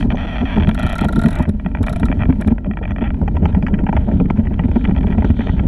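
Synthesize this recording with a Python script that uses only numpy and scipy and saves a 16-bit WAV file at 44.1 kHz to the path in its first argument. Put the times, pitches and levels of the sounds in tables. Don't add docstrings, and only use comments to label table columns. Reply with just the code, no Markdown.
import sys
import numpy as np
from scipy import signal
from scipy.fft import rfft, irfft
from scipy.io import wavfile
from scipy.ndimage import uniform_filter1d

SR = 44100
rng = np.random.default_rng(int(sys.argv[2]) if len(sys.argv) > 2 else 0)


def generate_wav(signal):
    frames = np.transpose(np.atleast_2d(signal))
    scaled = np.clip(frames, -1, 1) * 32767
    pcm = np.round(scaled).astype(np.int16)
    wavfile.write(sys.argv[1], SR, pcm)


N = 250047
TIME = np.arange(N) / SR
HIT_SIZE = 8192
CUTOFF_HZ = 15500

# start_s, level_db
GROUND_ROUGHNESS = [(0.0, -15.5), (0.25, -22.5), (0.47, -24), (0.61, -15.5), (0.95, -23.5), (1.25, -17.5),
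                    (1.5, -29), (1.74, -21.5), (2.18, -17.5), (2.32, -18), (2.61, -26.5), (3.06, -20.5),
                    (3.36, -18), (4.17, -19), (4.66, -20), (5.15, -15.5), (5.37, -20), (5.67, -17)]
HEAVE_DB, HEAVE_FOLLOWS = -21.5, 0.61
TYRE_DB, TYRE_FOLLOWS = -24.5, 1
FRAME_DB, FRAME_FOLLOWS = -24, 1
CRUNCH_DB, CRUNCH_FOLLOWS = -40.5, 0.79
# pitch_hz, level_db (relative)
HEAVE_SPECTRUM = [(4, -40), (12, -12), (20, -7), (30, -5), (42, 0), (54, 0), (68, -12), (110, -42),
                  (1000, -110)]
TYRE_SPECTRUM = [(10, -60), (35, -32), (55, -8), (68, -2), (82, 0), (100, -6), (125, -15), (220, -45),
                 (2000, -110)]
FRAME_SPECTRUM = [(20, -65.5), (70, -25), (120, -8.5), (150, 0), (185, 1.5), (215, 1.5), (235, -1),
                  (262, -0.5), (305, -13), (380, -20.5), (480, -28), (800, -50.5), (4000, -110)]

# pitch_hz, level_db (relative)
CRUNCH_SPECTRUM = [(50, -59), (200, -14), (340, 3.5), (440, 6), (620, -1), (900, -7), (1200, -17),
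                   (2200, -31.5), (3300, -46), (4500, -46.5), (8000, -45), (15000, -89)]
CRACKLE_SPECTRUM = [(200, -22.5), (700, 5.5), (1400, -0.5), (2000, -2.5), (2500, -5), (3300, -7.5),
                    (3800, -31), (5000, -35), (7000, -36), (15000, -64)]
CRUMBS_PER_S, CRUMB_PEAK_S = 86, 0.0041
# start_s, level_db
CRUMB_CURVE = [(0, -61.5), (1.7, -52), (3.1, -57.5), (3.4, -55.5), (4.4, -49.5), (5.67, -47.5)]
# start_s, level_db
DUST_CURVE = [(0, -50.5), (.09, -74), (.19, -68), (.6, -68), (.9, -68.5), (1.3, -61), (1.47, -75.5),
              (1.78, -73), (1.95, -70), (2.47, -69.5), (2.6, -79.5), (3.2, -72.5), (4.1, -74), (5.1, -72),
              (5.67, -77.5)]
# pitch_hz, level_db (relative)
DUST_SPECTRUM = [(100, -42), (800, -9), (2000, -8), (3000, -6.5), (3400, -10), (4250, -14.5), (4700, -20),
                 (6200, -25), (7200, -26), (11000, -25), (15000, -62)]
# start_s, level_db
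SAND_CURVE = [(3.7, -89.5), (3.95, -62.5), (4.12, -52.5), (4.26, -64), (4.4, -70), (4.64, -63.5),
              (4.8, -50), (4.94, -62.5), (5.15, -62), (5.27, -44.5), (5.34, -51), (5.43, -44),
              (5.54, -45.5), (5.67, -58)]
# pitch_hz, level_db (relative)
SAND_SPECTRUM = [(300, -28.5), (1100, -16.5), (1270, -3.5), (1430, 7.5), (1600, -4), (1800, -9.5),
                 (2300, -14), (2850, 1.5), (3150, 11), (3450, 9), (3900, -4), (4130, -10), (4330, -5),
                 (4650, -25.5), (5300, -25), (5750, -19.5), (6100, -19.5), (6550, -19), (6900, -32),
                 (11000, -39), (15000, -58.5)]
SAND_FLUTTER_DB = 2

# crest_s, length_s, thud_db, crackle_db
MUD_PLATES = [(0.206, 0.0043, -38, -41.5), (0.25, 0.0054, -23, -47), (1.108, 0.0098, -21, -42),
              (1.477, 0.0045, -21, -43), (1.814, 0.0068, -20, -46), (2.102, 0.0067, -25, -38),
              (2.289, 0.0037, -22, -42), (2.406, 0.0049, -25, -35.5), (2.512, 0.012, -22.5, -33),
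              (2.664, 0.0089, -23, -35), (2.706, 0.0055, -24, -63), (2.818, 0.0058, -21, -51),
              (2.885, .012, -35, -43), (3.024, 0.0052, -20.5, -44.5), (3.229, 0.0052, -22, -49),
              (3.356, 0.011, -24.5, -37), (3.433, 0.014, -19, -37), (3.495, 0.018, -26.5, -36.5),
              (3.529, 0.0036, -33, -34.5), (3.576, 0.017, -24, -42), (3.643, 0.0092, -24, -40.5),
              (3.715, 0.023, -26.5, -59), (3.751, 0.0072, -27.5, -34.5), (3.802, 0.017, -20.5, -37),
              (3.943, 0.012, -20.5, -36), (4.007, 0.026, -32.5, -38), (4.091, 0.017, -19.5, -46.5),
              (4.121, 0.011, -17, -37), (4.21, 0.0058, -15.5, -47), (4.398, 0.013, -24.5, -35.5),
              (4.456, 0.0079, -37, -35), (4.513, 0.012, -25.5, -48), (4.621, 0.022, -25, -44),
              (4.65, 0.014, -36, -37.5), (4.76, 0.0085, -29, -33), (4.892, 0.01, -39, -41.5),
              (5.044, .006, -18.5, -43), (5.076, .005, -20.5, -45), (5.191, 0.0066, -25, -43),
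              (5.257, 0.015, -20.5, -46), (5.412, 0.025, -28, -37), (5.469, 0.0069, -19.5, -45),
              (5.533, 0.0064, -33, -48), (5.647, 0.0063, -23, -44)]
# pitch_hz, level_db (relative)
THUD_SPECTRUM = [(100, -31), (220, -7), (310, 6), (450, 3.5), (640, -0.5), (850, -11.5), (1200, -19),
                 (2500, -46), (8000, -78)]

# crest_s, length_s, frame_ring_hz, frame_db, tyre_thump_db, clatter_db
CRACK_BUMPS = [(0.051, 0.049, 230, -10.5, -26, -24), (0.132, 0.032, 241, -9.5, -34, -22.5),
               (0.429, 0.041, 254, -13.5, -11.5, -19.5), (0.579, 0.027, 212, -7.5, -15, -15.5),
               (0.613, 0.039, 190, -20.5, -8.5, -23.5), (0.685, 0.024, 220, -4, -6.5, -23),
               (0.848, 0.023, 203, -10.5, -4.5, -22), (1.02, 0.018, 227.7, -9.5, -10.5, -20),
               (1.057, 0.031, 205, -10, -11, -22), (1.18, 0.034, 220, -5.5, -32, -24),
               (1.253, 0.016, 212, -4, -32, -25), (1.276, 0.02, 210, -4, -35, -21),
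               (1.365, .015, 200, -33, -15, -33), (1.402, 0.022, 245, -6.5, -7, -16),
               (1.49, 0.031, 209.3, -8, -5, -22.5), (1.55, 0.024, 200, -15, -11, -36),
               (1.667, 0.04, 192.4, -13, -23, -37), (1.814, 0.011, 217, -10.5, -3.5, -45),
               (1.916, 0.011, 200, -21, -7, -29), (2.036, 0.023, 229.2, -9, -4.5, -18),
               (2.102, 0.0088, 255.4, -8.5, -34, -27), (2.178, 0.016, 167, -18, -9.5, -51),
               (2.221, 0.017, 176, -21, -4.5, -31.5), (2.258, 0.011, 200, -33, -10.5, -34),
               (2.3, 0.022, 266, -4.5, -4.5, -18), (2.397, .014, 215, -14, -27, -36),
               (2.479, 0.024, 210, -9, -4, -19.5), (2.523, 0.0092, 233, -4, -13.5, -22),
               (2.687, 0.037, 210, -12.5, -13.5, -46), (2.913, 0.017, 200, -18.5, -10, -35),
               (3.024, 0.018, 224, -13, -13, -21), (3.085, .014, 200, -25, -13.5, -40),
               (3.157, 0.013, 180, -36.5, -13, -44), (3.217, 0.0065, 161, -10, -6.5, -24),
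               (3.313, 0.01, 200, -27, -8, -45), (3.357, .014, 200, -15.5, -10, -33),
               (3.428, 0.012, 213, -8.5, -4, -35), (3.45, 0.048, 175.0, -13, -5.5, -23.5),
               (3.492, .014, 190, -29, -10, -38), (3.534, 0.031, 195.0, -26, -4, -44.5),
               (3.572, 0.011, 182, -3.5, -16, -30), (3.639, 0.0057, 217, -9, -11, -36),
               (3.74, 0.013, 219, -7.5, -45, -27.5), (3.841, 0.011, 209, -9, -16, -29),
               (3.892, 0.022, 200, -7.5, -28.5, -23.5), (3.954, 0.026, 212, -18, -4, -33),
               (3.985, .014, 190, -20.5, -10, -34.5), (4.087, 0.015, 219, -10.5, -25.5, -23),
               (4.136, 0.033, 170, -8, -6.5, -27), (4.165, 0.015, 189, -11, -10, -30.5),
               (4.211, 0.037, 177.5, -7.5, -25, -23.5), (4.262, 0.01, 181, -11.5, -7, -31),
               (4.308, 0.0089, 195, -11, -16, -15), (4.352, 0.011, 200, -17, -19, -40),
               (4.39, 0.014, 223, -4.5, -2, -26.5), (4.479, .014, 200, -23, -9.5, -39),
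               (4.518, 0.0091, 205, -17.5, -23, -36.5), (4.568, 0.021, 190, -33, -14, -42),
               (4.599, 0.017, 174.6, -9, -11.5, -33), (4.651, 0.028, 206, -9, -5.5, -25.5),
               (4.691, 0.015, 197, -14.5, -6.5, -23.5), (4.767, 0.026, 242, -5, -22, -16.5),
               (4.841, .012, 205, -13, -20, -37.5), (4.891, 0.032, 179, -8.5, -7, -20),
               (4.924, 0.006, 194.4, -8.5, -25, -32), (4.971, 0.02, 189.4, -34, -6, -28),
               (5.01, 0.015, 200, -15, -24, -25.5), (5.045, 0.022, 199.5, -10.5, -30, -26),
               (5.102, 0.0092, 211, -9.5, -37.5, -26.5), (5.187, 0.014, 201, -8, -5, -22),
               (5.249, 0.01, 253, -12, -3.5, -16), (5.305, 0.0084, 234, -6.5, -0.5, -25),
               (5.396, 0.0078, 235, -10.5, -25, -21.5), (5.497, 0.0072, 200, -12, -6, -29),
               (5.543, 0.0084, 191, -9, -16, -42), (5.606, 0.013, 214, -13.5, -4.5, -26),
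               (5.657, 0.038, 230, -12, -5, -49)]
# pitch_hz, level_db (relative)
CLATTER_SPECTRUM = [(50, -66), (200, -15), (340, 2), (440, -2), (620, -8.5), (900, -13), (1200, -18.5),
                    (2200, -33.5), (3300, -42.5), (4500, -52), (8000, -63.5), (15000, -86)]
RING_WIDTH_HZ, RING_DB = 26, 4.5

# start_s, clack_db, hollow_body_db, bright_edge_db
FITTING_KNOCKS = [(0.145, -56, -3, -68), (1.037, -31, -6, -62), (3.278, -24.5, -8, -54),
                  (3.367, -25.5, -7.5, -58), (3.455, -17.5, -5, -47.5), (3.49, -37, -27.5, -70),
                  (3.548, -23.5, -6, -53.5), (3.566, -41, -30.5, -67), (3.625, -24.5, -9, -54),
                  (3.666, -16, -35, -49), (3.682, -26.5, -11, -53), (3.74, -21.5, -37, -75),
                  (3.779, -41, -33.5, -77), (3.789, -25.5, -16, -83), (3.866, -21.5, -6, -69),
                  (3.889, -23.5, -3.5, -63), (3.927, -24.5, -5, -54.5), (3.955, -32, -29, -75),
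                  (3.966, -18, -2, -55), (3.971, -21.5, -8.5, -64), (4.09, -34.5, -34, -64),
                  (4.115, -29.5, -23, -69), (4.143, -39, -22, -70), (4.2, -26, -9.5, -69),
                  (4.256, -33, -35, -70), (4.301, -17.5, -16.5, -59), (4.373, -42, -26.5, -73),
                  (4.47, -25.5, -25, -72), (4.508, -46, -32, -72), (4.523, -39, -22, -71),
                  (4.593, -19.5, -8, -64), (4.637, -28, -33.5, -64.5), (4.682, -38, -20, -71),
                  (4.715, -26, -11, -55), (4.758, -28, -9, -56), (4.851, -17.5, -16, -74),
                  (4.895, -31, -16.5, -71), (4.91, -29, -14, -75), (5.125, -24.5, -14.5, -73),
                  (5.149, -37, -14, -72), (5.183, -28.5, -9, -73), (5.222, -24, -6, -77),
                  (5.245, -23, -23, -72), (5.303, -26.5, -44, -53), (5.366, -37, -30, -72),
                  (5.392, -26.5, -32, -67), (5.406, -22.5, -10, -68), (5.419, -26, -35, -72),
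                  (5.483, -29, -16, -67), (5.493, -20.5, -8.5, -68.5), (5.594, -21.5, -11.5, -80)]
# pitch_hz, level_db (relative)
CLACK_SPECTRUM = [(100, -56), (600, -13.5), (1200, 2.5), (1950, 2.5), (2450, -2.5), (3300, -7.5),
                  (3750, -42), (6000, -51), (15000, -97.5)]
HOLLOW_SPECTRUM = [(60, -31), (250, -6), (450, -1), (850, 7.5), (1020, -1), (1300, -7.5), (2500, -63.5),
                   (10000, -96)]
EDGE_SPECTRUM = [(500, -43.5), (2500, -25.5), (3500, -21), (4200, -12.5), (4750, 11), (5300, -4),
                 (6200, 1.5), (8000, -14.5), (9500, -18), (11000, -25), (15000, -41)]
TUBE_HZ, TUBE_T60_S = 915, 0.029

# start_s, level_db
RUB_CURVE = [(0.1, -59), (0.2, -43), (0.55, -45), (0.66, -49), (0.8, -41.5), (1.03, -45.5), (1.1, -48),
             (1.3, -49), (1.42, -51), (1.52, -65), (1.8, -62), (1.9, -50), (2.25, -54.5), (2.6, -70.5),
             (3.2, -80)]
# crest_s, length_s, pitch_hz, level_db
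SHEAVE_SQUEAKS = [(0.157, .004, 6100, -50), (0.989, 0.0035, 2075, -27), (2.91, 0.0048, 5950, -57)]
SQUEAK_RISE_PER_S = 4

# start_s, level_db
ROPE_SLIPS = [(0.008, -23.5), (0.026, -23), (0.103, -20.5), (0.121, -31), (0.155, -33.5), (0.171, -25.5),
              (0.181, -26), (0.382, -21.5), (0.43, -38), (0.559, -24), (0.565, -23.5), (0.582, -27),
              (0.599, -24), (0.606, -23), (0.623, -22.5), (0.633, -20), (0.646, -25.5), (0.672, -21),
              (0.692, -19.5), (0.712, -23.5), (1.238, -36), (1.259, -18.5), (1.286, -25), (1.453, -25),
              (1.458, -32), (1.494, -36), (1.597, -29), (1.646, -32), (1.661, -21), (1.687, -40),
              (1.714, -35), (1.749, -21), (1.771, -28.5), (1.785, -33), (1.839, -25), (1.869, -20),
              (1.882, -17), (1.959, -25.5), (2.031, -17), (2.084, -23.5), (2.115, -21.5), (2.125, -20),
              (2.214, -27), (2.221, -20.5), (2.233, -19), (2.254, -26.5), (2.303, -24), (2.325, -24),
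              (2.421, -24), (2.446, -30), (2.481, -24), (2.581, -27), (2.645, -29.5), (2.711, -24.5),
              (2.735, -30), (2.771, -23.5), (2.787, -30), (2.853, -23.5), (2.877, -29.5), (2.907, -26.5),
              (2.917, -26), (2.961, -27.5), (2.983, -27), (2.99, -32), (3.009, -27.5), (3.07, -29.5),
              (3.076, -29), (3.09, -36.5), (3.104, -24), (3.143, -34), (4.54, -30.5), (4.842, -26.5),
              (4.874, -34), (4.963, -27.5), (5.009, -32), (5.03, -36), (5.069, -28.5), (5.103, -32.5),
              (5.208, -39), (5.274, -41), (5.47, -25), (5.635, -40)]
# start_s, length_s, first_slips_per_s, middle_slips_per_s, last_slips_per_s, level_db
ROPE_CREAKS = [(0.108, 0.019, 310, 206, 170, -26.5), (0.182, 0.077, 219, 258, 224, -25.5),
               (0.27, 0.098, 160, 340, 260, -26), (0.357, 0.016, 230, 230, 290, -23),
               (0.39, .026, 150, 170, 170, -26), (0.454, 0.099, 366, 266, 133, -23.5),
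               (0.777, 0.17, 115, 125, 79, -26), (0.991, 0.061, 76, 148, 118, -26),
               (1.315, 0.13, 276, 302, 323, -26), (2.192, 0.028, 320, 190, 195, -24.5),
               (2.826, 0.013, 505, 280, 190, -24.5), (2.89, 0.017, 150, 230, 280, -35),
               (3.015, 0.015, 150, 170, 200, -27), (3.039, 0.026, 270, 270, 270, -24.5),
               (4.806, 0.048, 117, 340, 106, -58), (4.978, 0.012, 170, 160, 144, -31.5),
               (5.111, .022, 97, 114, 140, -34.5)]
# start_s, slip_top_hz
ROPE_TENSION = [(0, 4600), (1.051, 4230), (1.3, 2560), (2.2, 2598), (2.75, 2550), (2.9, 2850), (3.15, 2940),
                (4.8, 4510)]
# pitch_hz, level_db (relative)
ROPE_SPECTRUM = [(100, -11), (450, -16.5), (620, 5), (900, 1), (1200, 1), (1450, -1), (1900, 0.5),
                 (2100, -6), (2350, 0.5), (2750, -4.5), (2980, -5.5), (3250, 3), (3450, 0), (3580, -15),
                 (3850, -23.5), (4100, -18), (4500, -24.5), (5150, -36), (5700, -15.5), (6200, -26.5),
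                 (6900, -43), (11000, -33.5), (15000, -49.5)]
STICK_DB_PER_DOUBLING, STICK_S = 4.5, 0.0061
SCRAPE_DB, SCRAPE_S = -21, 0.0013
BASS_LAG_S, NO_LAG_HZ = .002, 3600

# start_s, ring_db (follows the load), deep_mode_db
RATCHET_CLICKS = [(0.6881, -21.5, -17), (0.745, -27.5, -27), (0.792, -23, -17), (.828, -22, -19),
                  (0.8643, -21.5, -21), (0.894, -25, -19), (0.926, -35, -19), (0.954, -21, -26),
                  (0.9812, -20, -25), (1.0085, -20.5, -25), (1.0443, -23.5, -18), (1.084, -19, -23),
                  (1.1247, -23, -22), (1.158, -20, -26), (1.1902, -22, -23), (1.2147, -23, -22),
                  (1.2354, -20, -17), (1.2576, -28, -21), (1.2835, -36, -23), (1.306, -34.5, -32),
                  (1.3284, -47, -38), (1.3535, -31.5, -25), (1.387, -58, -44), (1.4243, -64.5, -43),
                  (1.4904, -59.5, -48), (1.828, -32, -32), (1.864, -26.5, -17.5), (1.894, -31, -20),
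                  (1.927, -29, -24), (1.9602, -36, -19), (1.9968, -36, -24), (2.054, -29, -27),
                  (2.41, -32.5, -22.5), (2.475, -45, -32)]
# pitch_hz, level_db (relative), t60_s
BLOCK_RINGS = [(671, 1, 0.016), (908, -7, 0.028), (1370, 0, 0.065), (1469, -11, .03), (1646, -18, .03),
               (1890, -10, 0.027), (2290, -32, .03), (3630, -24, 0.02), (4022, -22, 0.059),
               (4380, -35, .04)]
# pitch_hz, level_db (relative)
PAWL_SPECTRUM = [(200, -31), (600, 3.5), (1500, 10.5), (2600, -10.5), (3800, 10), (4750, -12), (5600, -2.5),
                 (6100, -10), (6600, -4), (6900, -9.5), (7300, -6), (7900, -1), (8700, -18), (10050, 3),
                 (10900, -11), (11350, -5.5), (11800, -16), (12900, -18), (13500, -7.5), (15000, -16)]
SNAP_DB, SPRING_DB, SNAP_FOLLOWS = -30.5, -50, 0.1
SPRING_HZ, SPRING_T60_S = 10300, .055
SHUDDER_CREST_S, SHUDDER_S, AFTER_RING_DB = 0.0079, 0.0046, -1
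BLOCK_RATTLE_DB, BLOCK_RATTLE_FOLLOWS = -35, 0.11

# pitch_hz, width_hz, level_db
HOUSING_BANDS = [(505.5, 54, -9), (609, 14, 4.5), (930, 140, 5.5), (1114, 360, -9.5), (1352, 7, 7),
                 (1919, 40, 5.5), (2195, 490, -4.5), (2351, 120, 6), (2762, 210, -9), (3336, 540, -5.5)]


def from_db(db):
    return 10 ** (np.asarray(db) / 20)


def rms_one(x):
    return x / np.sqrt(np.mean(x ** 2) + 1e-20)


def crest_one(x, window_s):
    power = uniform_filter1d(x * x, max(int(window_s * SR), 1))
    return x / np.sqrt(2 * power.max() + 1e-20)


def in_time(curve):
    s, level = np.transpose(curve)
    return np.interp(TIME, s, level)


def add(out, sound, s):
    at = int(round(s * SR))
    sound, at = sound[max(-at, 0):], min(max(at, 0), N)
    out[at:at + len(sound)] += sound[:N - at]


def response(spectrum):
    hz, db = np.transpose(spectrum)
    grid = np.maximum(np.arange(HIT_SIZE // 2 + 1) * SR / HIT_SIZE, 1)
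    gain = from_db(np.interp(np.log(grid), np.log(hz), db))
    cepstrum = irfft(np.log(gain))
    cepstrum[1:HIT_SIZE // 2] *= 2
    cepstrum[HIT_SIZE // 2 + 1:] = 0
    return irfft(np.exp(rfft(cepstrum)))


def retuned(spectrum, pitch):
    return response(np.array(spectrum) * [pitch, 1])


def through(force, body):
    return signal.fftconvolve(force, body)[:N]


def grains(per_s, spread_db):
    sizes = from_db(spread_db * np.minimum(rng.exponential(1, N), 4))
    return (rng.random(N) < per_s / SR) * sizes * rng.standard_normal(N)


def jolt(body, length_s, window_s):
    t = np.arange(int(.08 * SR)) / SR - .04
    force = rng.standard_normal(len(t)) * np.exp(-(t / length_s) ** 2)
    return crest_one(through(force, body), window_s)


def ground_swing():
    db = in_time(GROUND_ROUGHNESS)
    return db - db.mean()


def rumble(spectrum, steady_s):
    shake = through(rng.standard_normal(N), response(spectrum))
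    span = max(int(steady_s * SR), 1)
    power = uniform_filter1d(uniform_filter1d(shake ** 2, span), span)
    return shake / np.sqrt(np.abs(power) + 1e-12)


def rolling():
    swing_db = ground_swing()
    heave = from_db(HEAVE_DB + HEAVE_FOLLOWS * swing_db) * rumble(HEAVE_SPECTRUM, steady_s=0.17)
    tyres = from_db(TYRE_DB + TYRE_FOLLOWS * swing_db) * rumble(TYRE_SPECTRUM, steady_s=0.19)
    frame = from_db(FRAME_DB + FRAME_FOLLOWS * swing_db) * rumble(FRAME_SPECTRUM, steady_s=0.016)
    return heave + tyres + frame


def dust():
    hiss = rms_one(through(grains(per_s=12000, spread_db=1.2), response(DUST_SPECTRUM)))
    return from_db(in_time(DUST_CURVE) + 11.0) * hiss


def sand():
    slow_noise = uniform_filter1d(uniform_filter1d(rng.standard_normal(N), size=1500), size=1500)
    flutter_db = SAND_FLUTTER_DB * rms_one(slow_noise)
    spray = rms_one(through(grains(per_s=4400, spread_db=3.5), response(SAND_SPECTRUM)))
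    return from_db(in_time(SAND_CURVE) + flutter_db) * spray


def crunch():
    crust = rms_one(through(grains(per_s=1200, spread_db=3.0), response(CRUNCH_SPECTRUM)))
    return from_db(CRUNCH_DB + CRUNCH_FOLLOWS * ground_swing()) * crust


def crumbs():
    age = np.arange(HIT_SIZE // 2) / SR / CRUMB_PEAK_S
    power = through(grains(CRUMBS_PER_S, spread_db=0.0) ** 2, (age * np.exp(-age)) ** 2)
    breaking = np.sqrt(np.abs(power)) * rng.standard_normal(N)
    crackle = rms_one(through(breaking, response(CRACKLE_SPECTRUM)))
    return from_db(in_time(CRUMB_CURVE) + CRUNCH_FOLLOWS * ground_swing()) * crackle


def crumbles():
    out = np.zeros(N)
    for crest_s, length_s, thud_db, crackle_db in MUD_PLATES:
        pitch = np.exp(rng.normal(0, .06))
        for spectrum, level_db in (THUD_SPECTRUM, thud_db), (CRACKLE_SPECTRUM, crackle_db):
            sound = jolt(retuned(spectrum, pitch), length_s, window_s=.004)
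            add(out, from_db(level_db) * sound, crest_s - .04)
    return out


def bumps():
    out = np.zeros(N)
    frame, tyre, clatter = response(FRAME_SPECTRUM), response(TYRE_SPECTRUM), response(CLATTER_SPECTRUM)
    for crest_s, length_s, ring_hz, frame_db, thump_db, clatter_db in CRACK_BUMPS:
        start_s = crest_s - .04
        resonance = signal.lfilter(*signal.iirpeak(ring_hz, ring_hz / RING_WIDTH_HZ, fs=SR), frame)
        ringing = frame + from_db(RING_DB) * resonance
        ring = jolt(ringing, length_s * .5, window_s=0.0079)
        add(out, from_db(frame_db + 0.5) * ring, start_s - .006)
        thump = jolt(tyre, length_s * 0.35, window_s=0.013)
        add(out, from_db(thump_db - 4.5) * thump, start_s - .009)
        rattling = jolt(clatter, length_s * 0.36, window_s=0.019)
        add(out, from_db(clatter_db - 2.0) * rattling, start_s - .001)
    return out


def rattle(body, fade_s, bounce_s, bounce):
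    t = np.arange(HIT_SIZE // 4) / SR
    force = 0.22 * rng.standard_normal(len(t)) * np.exp(-t / fade_s)
    landings = np.cumsum(rng.uniform(.6, 1.5, 2) * bounce_s * SR).astype(int)
    force[0] += 1
    force[np.minimum(landings, len(t) - 1)] += [bounce, bounce ** 2]
    return through(force, body)


def knocks():
    out, t = np.zeros(N), np.arange(HIT_SIZE // 4) / SR
    for start_s, clack_db, hollow_db, edge_db in FITTING_KNOCKS:
        pitch = np.exp(rng.normal(0, .04))
        layers = (CLACK_SPECTRUM, clack_db), (HOLLOW_SPECTRUM, hollow_db - 11.0), (EDGE_SPECTRUM, edge_db)
        for spectrum, level_db in layers:
            body = retuned(spectrum, pitch)[:len(t)]
            knock = rattle(body, fade_s=0.0031, bounce_s=0.0026, bounce=0.81)
            add(out, from_db(level_db + 0.46) * crest_one(knock, window_s=0.0019), start_s)
        tube = from_db(-60 * t / TUBE_T60_S) * np.sin(2 * np.pi * TUBE_HZ * pitch * t)
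        add(out, from_db(hollow_db - 23.5) * tube, start_s)
    return out


def rub():
    rasp = rms_one(through(grains(per_s=1900, spread_db=3.0), response(ROPE_SPECTRUM)))
    return from_db(in_time(RUB_CURVE)) * rasp


def squeaks():
    out, t = np.zeros(N), np.arange(-HIT_SIZE // 8, HIT_SIZE // 8) / SR
    for crest_s, length_s, pitch_hz, level_db in SHEAVE_SQUEAKS:
        waver = np.cumsum(rng.normal(0, .08, len(t)))
        phase = 2 * np.pi * pitch_hz * (t + SQUEAK_RISE_PER_S * t * t / 2) + waver
        add(out, from_db(level_db) * np.exp(-(t / length_s) ** 2) * np.sin(phase), crest_s + t[0])
    return out


def dispersed(body):
    size = 2 * len(body)
    hz = np.arange(size // 2 + 1) * SR / size
    lag_s = BASS_LAG_S * np.clip(1 - hz / NO_LAG_HZ, 0, 1)
    phase = 2 * np.pi * np.cumsum(lag_s) * SR / size
    return irfft(rfft(body, size) * np.exp(-1j * phase))[:len(body)]


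def slip(body, top_hz, trip_s, echo):
    force = np.zeros(HIT_SIZE // 8)
    trips = np.array([0, 1, 2.4, 3.4]) * trip_s
    force[np.clip((trips * SR).astype(int), 0, len(force) - 1)] = [1, echo, .12, .07]
    fade = np.exp(-np.arange(len(force)) / SR / SCRAPE_S)
    force += from_db(SCRAPE_DB) * rng.standard_normal(len(force)) * fade
    softened = signal.lfilter(*signal.butter(5, np.clip(top_hz, 500, SR / 3), fs=SR), force)
    return through(softened + from_db(-43.5) * force, body)


def rope():
    out, body = np.zeros(N), response(ROPE_SPECTRUM)[:HIT_SIZE // 4]
    body = dispersed(body / np.abs(body).max())
    tension = np.transpose(ROPE_TENSION)
    for start_s, level_db in ROPE_SLIPS:
        stretch = np.exp(rng.normal(0, .1))
        tick = slip(body, np.interp(start_s, *tension), trip_s=0.001745 * stretch, echo=0.68)
        add(out, from_db(level_db + 9.0) * tick, start_s)
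    for start_s, length_s, *slips_per_s, level_db in ROPE_CREAKS:
        s, stretch = start_s, 1
        rate_times = start_s + length_s * np.linspace(0, 1, len(slips_per_s))
        while s < start_s + length_s:
            wait_s = 1 / max(np.interp(s, rate_times, slips_per_s), 20)
            wait_s *= np.exp(rng.normal(0, .1))
            slip_db = level_db + STICK_DB_PER_DOUBLING * np.log2(wait_s / STICK_S)
            slip_db += rng.normal(0, 1.6)
            stretch *= np.exp(rng.normal(0, .025))
            tick = slip(body, np.interp(s, *tension), trip_s=0.0015 * stretch, echo=0.62)
            add(out, from_db(slip_db + 7.5) * tick, s)
            s += wait_s
    return out


def pawl_snap(pawl, t):
    landing = t - rng.uniform(.0025, .0038)
    chatter = np.exp(-(t / 0.005) ** 1.3)
    chatter += 0.089 * (landing > 0) * np.exp(-np.abs(landing) / 0.0013)
    return crest_one(through(chatter * rng.standard_normal(HIT_SIZE), pawl), window_s=.001)


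def pawl_spring(t):
    spring_hz = SPRING_HZ * np.exp(rng.normal(0, .007))
    return from_db(rng.normal(0, 3) - 60 * t / SPRING_T60_S) * np.sin(2 * np.pi * spring_hz * t)


def block_ring(deep_offset_db, shudder, t):
    hz, mode_db, t60_s = np.transpose(BLOCK_RINGS)[:, :, None]
    detune = np.exp(rng.normal(0, .016, hz.shape))
    weight_db = mode_db + rng.normal(0, .8, hz.shape)
    weight_db[0] += deep_offset_db
    bend = 1 + rng.normal(0, .008, hz.shape) * (1 - np.exp(-t / .01))
    swell = (1 - np.exp(-t / 0.0023)) * (shudder + from_db(AFTER_RING_DB - 60 * t / t60_s))
    modes = swell * from_db(weight_db) * np.sin(2 * np.pi * hz * detune * bend * t)
    return modes.sum(axis=0)


def ratchet():
    out, t = np.zeros(N), np.arange(HIT_SIZE) / SR
    pawl, clack = response(PAWL_SPECTRUM)[:HIT_SIZE // 8], response(CLACK_SPECTRUM)
    mean_ring_db = np.mean(RATCHET_CLICKS, axis=0)[1]
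    shudder = np.exp(-((t - SHUDDER_CREST_S) / SHUDDER_S) ** 2)
    for start_s, ring_db, deep_db in RATCHET_CLICKS:
        load_db = ring_db - mean_ring_db
        add(out, from_db(SNAP_DB + SNAP_FOLLOWS * load_db) * pawl_snap(pawl, t), start_s + .0004)
        add(out, from_db(SPRING_DB + SNAP_FOLLOWS * load_db) * pawl_spring(t), start_s)
        add(out, from_db(ring_db - 3.5) * block_ring(deep_db - ring_db, shudder, t), start_s)
        cheeks = crest_one(through(shudder * rng.standard_normal(HIT_SIZE), clack), window_s=0.0012)
        add(out, from_db(BLOCK_RATTLE_DB + BLOCK_RATTLE_FOLLOWS * load_db) * cheeks, start_s)
    return out


def housing(x):
    for pitch_hz, width_hz, level_db in HOUSING_BANDS:
        band = signal.lfilter(*signal.iirpeak(pitch_hz, pitch_hz / width_hz, fs=SR), x)
        x = x + (from_db(level_db) - 1) * band
    return x


def scene():
    ground = dust() + sand() + crunch() + crumbs() + crumbles()
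    housed = housing(ground + bumps() + knocks() + rub() + rope())
    return (rolling() + squeaks() + housed + ratchet())[None]


def record(dry):
    rounded = dry / (1 + (dry / .95) ** 8) ** (1 / 8)
    return signal.sosfilt(signal.cheby2(12, 70, CUTOFF_HZ, fs=SR, output="sos"), rounded)


dry = scene()
out = record(dry)
generate_wav(out)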